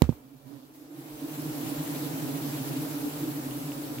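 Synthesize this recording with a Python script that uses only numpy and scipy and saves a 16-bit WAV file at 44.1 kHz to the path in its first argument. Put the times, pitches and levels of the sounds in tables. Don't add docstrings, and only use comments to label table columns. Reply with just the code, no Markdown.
import sys
import numpy as np
from scipy import signal
from scipy.io import wavfile
from scipy.ndimage import uniform_filter1d

SR = 44100
rng = np.random.default_rng(int(sys.argv[2]) if len(sys.argv) > 2 else 0)


def dump(signal):
    limited = np.clip(np.atleast_2d(signal).T, -1, 1)
    pcm = np.round(limited * 32767).astype(np.int16)
    wavfile.write(sys.argv[1], SR, pcm)


N = 176400
TIME = np.arange(N) / SR

# time_s, rate_hz
WINGBEAT_RATE = [(0.2, 141.2), (0.55, 138), (0.95, 149.3), (1.7, 148.1), (2.5, 143.5), (3.2, 146.5),
                 (4.0, 141.8)]
# time_s, relative_db
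HUM_CURVE = [(0.18, -65), (0.53, -54.5), (0.64, -66), (0.9, -66), (0.99, -52), (1.08, -57.5), (1.3, -50.5),
             (1.48, -39.5), (1.58, -49), (1.65, -40.5), (1.72, -47.5), (1.81, -37.5), (1.85, -56),
             (1.92, -42), (2.82, -41), (2.88, -46), (3.19, -47), (3.23, -40.5), (3.42, -46), (3.7, -43),
             (3.87, -52), (4.0, -41.5)]
OCTAVE_CURVE = [(0.16, -57.5), (0.35, -52), (0.41, -63), (0.52, -46.5), (0.67, -56), (0.97, -45),
                (1.15, -47.5), (1.26, -35), (1.35, -47), (1.4, -37), (2.18, -37), (2.26, -35), (2.69, -39),
                (2.74, -33), (2.95, -38.5), (3.08, -31.5), (3.11, -46), (3.25, -32), (3.33, -37.5),
                (4.0, -39.5)]
BUZZ_CURVE = [(0.16, -59.5), (0.39, -65.5), (0.5, -58), (0.73, -62.5), (1.28, -50), (1.67, -45),
              (2.55, -44.5), (3.84, -48), (4.0, -48)]
# time_s, left_minus_right_db
HUM_BALANCE = [(0.3, -5), (0.52, -12), (0.7, -3), (1.4, -2.5), (4.0, -1)]
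# frequency_hz, relative_density_db
WASH_SPECTRUM = [(100, -4), (125, 4), (195, -7), (260, 8), (400, 1.5), (700, -1.5), (1000, -6.5),
                 (1500, -16.5), (2500, -34)]
# frequency_hz, correlation
STEREO_LIKENESS = [(40, 0.3), (150, 0.73), (400, 0.8), (700, 0.045), (1500, -.15), (3000, -0.04)]
# frequency_hz, relative_density_db
RUSTLE_SPECTRUM = [(500, 2.5), (1200, 0), (2200, -0.5), (5000, -2.5), (6700, -3.5), (7900, -2),
                   (8800, -6.5), (10200, -2), (12000, 1.5), (15700, 0)]
# time_s, relative_db
RUSTLE_CURVE = [(0.14, -63), (0.28, -66.5), (0.45, -66), (0.49, -62.5), (0.73, -65), (0.75, -60),
                (0.89, -63.5), (0.98, -57), (1.24, -51), (1.34, -47), (1.98, -43.5), (2.1, -45.5),
                (2.54, -44), (4.0, -48.5)]
# start_s, thud_gain_db, cutoff_hz, left_minus_right_db, boom_db, rattle_db
MIC_BUMPS = [(0.0195, -5.5, 634, -13, 5.5, -39), (0.0411, -32, 1600, -21, -18, -47),
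             (0.0912, -8.5, 460, -13.5, -11, -48), (0.1252, -34.5, 1200, -6, -18, -55.5)]
# pitch_hz, relative_db, t60_s
BODY_MODES = [(71, -10, 0.16), (114, -11, 0.09), (143.7, -4.5, 0.049), (228, -11.5, 0.068),
              (483, -29, 0.12), (760, -34, 0.11), (884, -6, 0.013)]
# start_s, left_gain_db, right_gain_db
CASE_CLICKS = [(0.0207, -27, -1.5), (0.0217, -10.5, -20), (0.042, -46, -25)]
# pitch_hz, relative_db, t60_s
CASE_MODES = [(2780, -16.5, 0.0029), (4150, -8, 0.0021), (5460, -24, 0.0035), (7109, -14.5, 0.0027),
              (11440, -15.5, 0.0037), (13300, -20, 0.0017)]
# frequency_hz, relative_density_db
RUMBLE_SPECTRUM = [(15, -19), (30, -13), (52, 3), (80, -16.5), (110, 3)]
# time_s, level_db
RUMBLE_CURVE = [(0.9, -73), (1.5, -66), (2.2, -62.5), (4.0, -63)]
# start_s, gain_db, pitch_hz
TWIG_TICKS = [(3.51, -39.5, 2880), (3.719, -40, 2920), (3.985, -40, 2300)]

BEE_SPREAD, WANDER = .046, .045
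WANDER_HZ = 3.5


def from_db(db):
    return 10 ** (np.asarray(db) / 20)


def rms_one(x):
    return x / np.sqrt(np.mean(x ** 2) + 1e-20)


def in_time(rows, t=TIME):
    return np.interp(t, *np.transpose(rows))


def at_hz(points, hz):
    frequencies, values = np.transpose(points)
    return np.interp(np.log(hz), np.log(frequencies), values)


def panned(db):
    gains = from_db(np.array([[.5], [-.5]]) * db)
    return gains / gains.mean(axis=0)


def filtered(x, hz, kind, order=2):
    return signal.sosfilt(signal.butter(order, hz, kind, fs=SR, output="sos"), x + 1e-18)


def drift(pace_hz, t=TIME):
    steps_per_s = 500
    pole = np.exp(-2 * np.pi * pace_hz / steps_per_s)
    slow = signal.lfilter([1], [1, -2 * pole, pole * pole], rng.standard_normal(3100))[1000:]
    return np.interp(t * steps_per_s, np.arange(len(slow)), rms_one(slow))


def dying(start, t60):
    return (TIME >= start) * from_db(-60 * np.clip((TIME - start) / t60, 0, 4))


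def ringing(start, hz, t60):
    return dying(start, t60) * np.sin(2 * np.pi * hz * (TIME - start))


def banded_noise(spectrum, edges_hz, flicker_db):
    out, white = 0, rng.standard_normal((2, 2, N))
    for k, (low, high) in enumerate(zip(edges_hz, edges_hz[1:])):
        mid, side = filtered(white[k % 2], [low, high], "band")
        centre_hz = np.sqrt(low * high)
        alike = np.clip(at_hz(STEREO_LIKENESS, centre_hz), -1, 1)
        gain = from_db(at_hz(spectrum, centre_hz) + flicker_db * drift(12.4))
        out += gain * (np.sqrt(1 + alike) * mid + np.sqrt(1 - alike) * side * [[1], [-1]])
    return rms_one(out)


def wingbeats(bees=40, harmonics=12, nearness_db=3, steady_s=.12):
    step = 8
    t = TIME[::step]
    ranks = np.linspace(-1, 1, bees)
    offsets = BEE_SPREAD * rms_one(ranks + ranks ** 3)
    shares = np.array([1 + offset + WANDER * drift(WANDER_HZ, t) for offset in offsets])
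    hz = in_time(WINGBEAT_RATE, t) * shares
    cycles = np.cumsum(hz, axis=1) * step / SR + rng.random((bees, 1))
    beat = np.exp(2j * np.pi * cycles)
    voices = from_db(nearness_db * np.array([drift(1.64, t) for _ in offsets]))
    lag_s = .00012 + .00029 * rms_one(rng.permutation(ranks))
    arrival = np.exp(1j * np.pi * np.array([[-1], [1]]) * lag_s * hz.mean(axis=1))
    layers = []
    for k in range(1, harmonics + 1):
        voices = voices * beat
        crowd = (arrival ** k @ voices).real
        power = uniform_filter1d(np.mean(crowd ** 2, axis=0), int(steady_s * SR / step))
        steady = crowd / np.sqrt(power)
        layers.append(signal.resample_poly(steady, step, 1, axis=1)[:, :N])
    return layers


def swarm(buzz_db_per_octave=-8):
    hum, octave, *upper = wingbeats()
    buzz = rms_one(sum(layer * from_db(buzz_db_per_octave * np.log2(k))
                       for k, layer in enumerate(upper, 3)))
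    wash = banded_noise(WASH_SPECTRUM, 100 * 2 ** np.arange(0, 5, .38), flicker_db=1.6)
    out = hum * from_db(2.5 + in_time(HUM_CURVE))
    out += octave * from_db(1 + in_time(OCTAVE_CURVE))
    out += (from_db(-1.5) * buzz + from_db(2) * wash) * from_db(in_time(BUZZ_CURVE))
    return out * panned(in_time(HUM_BALANCE))


def rustle():
    edges_hz = np.r_[np.geomspace(500, 6000, 9), np.geomspace(6000, 17500, 11)[1:]]
    hiss = banded_noise(RUSTLE_SPECTRUM, edges_hz, flicker_db=1.13)
    return hiss * from_db(4 + in_time(RUSTLE_CURVE) + .46 * drift(30))


def rasp(bees=4, band_hz=(2930, 5000), swell_db=13):
    out = 0
    for _ in range(bees):
        share = 1 + BEE_SPREAD * rng.standard_normal() + WANDER * drift(WANDER_HZ)
        hz = in_time(WINGBEAT_RATE) * share
        puffs = np.sin(np.pi * np.cumsum(hz) / SR) ** 6
        swell = from_db(swell_db * np.minimum(drift(4.9), 2))
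        out += puffs * swell * filtered(rng.standard_normal((2, N)), band_hz, "band")
    return rms_one(out) * from_db(in_time(BUZZ_CURVE) - 15)


def whine(pitch_hz=2350, end_s=.66, fade_s=.17):
    tone = np.sin(2 * np.pi * np.cumsum(pitch_hz + 22 * drift(35)) / SR)
    fade = np.clip((end_s - TIME) / fade_s, 0, 1)
    return from_db(-79.5 + 3.3 * drift(15)) * tone * fade * panned(9)


def mic_bumps(rattle_cutoff_hz=1430, rattle_t60_s=.16):
    out = 0
    for start, thud_db, cutoff_hz, pan_db, boom_db, rattle_db in MIC_BUMPS:
        ring = 0
        for k, (hz, mode_db, t60) in enumerate(BODY_MODES):
            gain = from_db(mode_db + boom_db * (k == 0))
            ring += gain * dying(start, t60) * np.cos(2 * np.pi * hz * (TIME - start))
        softened = filtered(ring, cutoff_hz, "low", order=3)
        thud = filtered(softened, 90, "high")
        noise = filtered(rng.standard_normal((2, N)), rattle_cutoff_hz, "low", order=1)
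        rattle = rms_one(noise) * dying(start, rattle_t60_s)
        out += from_db(rattle_db) * rattle - from_db(thud_db) * thud * panned(pan_db)
    return out


def case_clicks():
    out = 0
    for start, left_db, right_db in CASE_CLICKS:
        ring = sum(from_db(db) * ringing(start, hz, t60) for hz, db, t60 in CASE_MODES)
        out += from_db([[left_db], [right_db]]) * ring
    return out


def air_rumble():
    rumble = banded_noise(RUMBLE_SPECTRUM, 14 * 2 ** np.arange(0, 3.1, .5), flicker_db=-5)
    return rumble * from_db(in_time(RUMBLE_CURVE)) * panned(-2)


def ticks(snap_band_hz=(2200, 4400)):
    out = 0
    for start, db, hz in TWIG_TICKS:
        noise = filtered(rng.standard_normal((2, N)), snap_band_hz, "band")
        snap = from_db(2.5) * rms_one(noise) * dying(start, t60=.008)
        out += from_db(db) * (snap + ringing(start, hz, t60=.011))
    return out


def scene():
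    colony = swarm() + rustle() + rasp()
    return colony + air_rumble() + whine() + mic_bumps() + case_clicks() + ticks()


def record(dry, cutoff_hz=15850):
    lowpass = signal.firwin(601, cutoff_hz, fs=SR, window=("kaiser", 8))
    return signal.fftconvolve(np.clip(dry, -.93, .93), lowpass[None], mode="same", axes=1)


dry = scene()
out = record(dry)
dump(out)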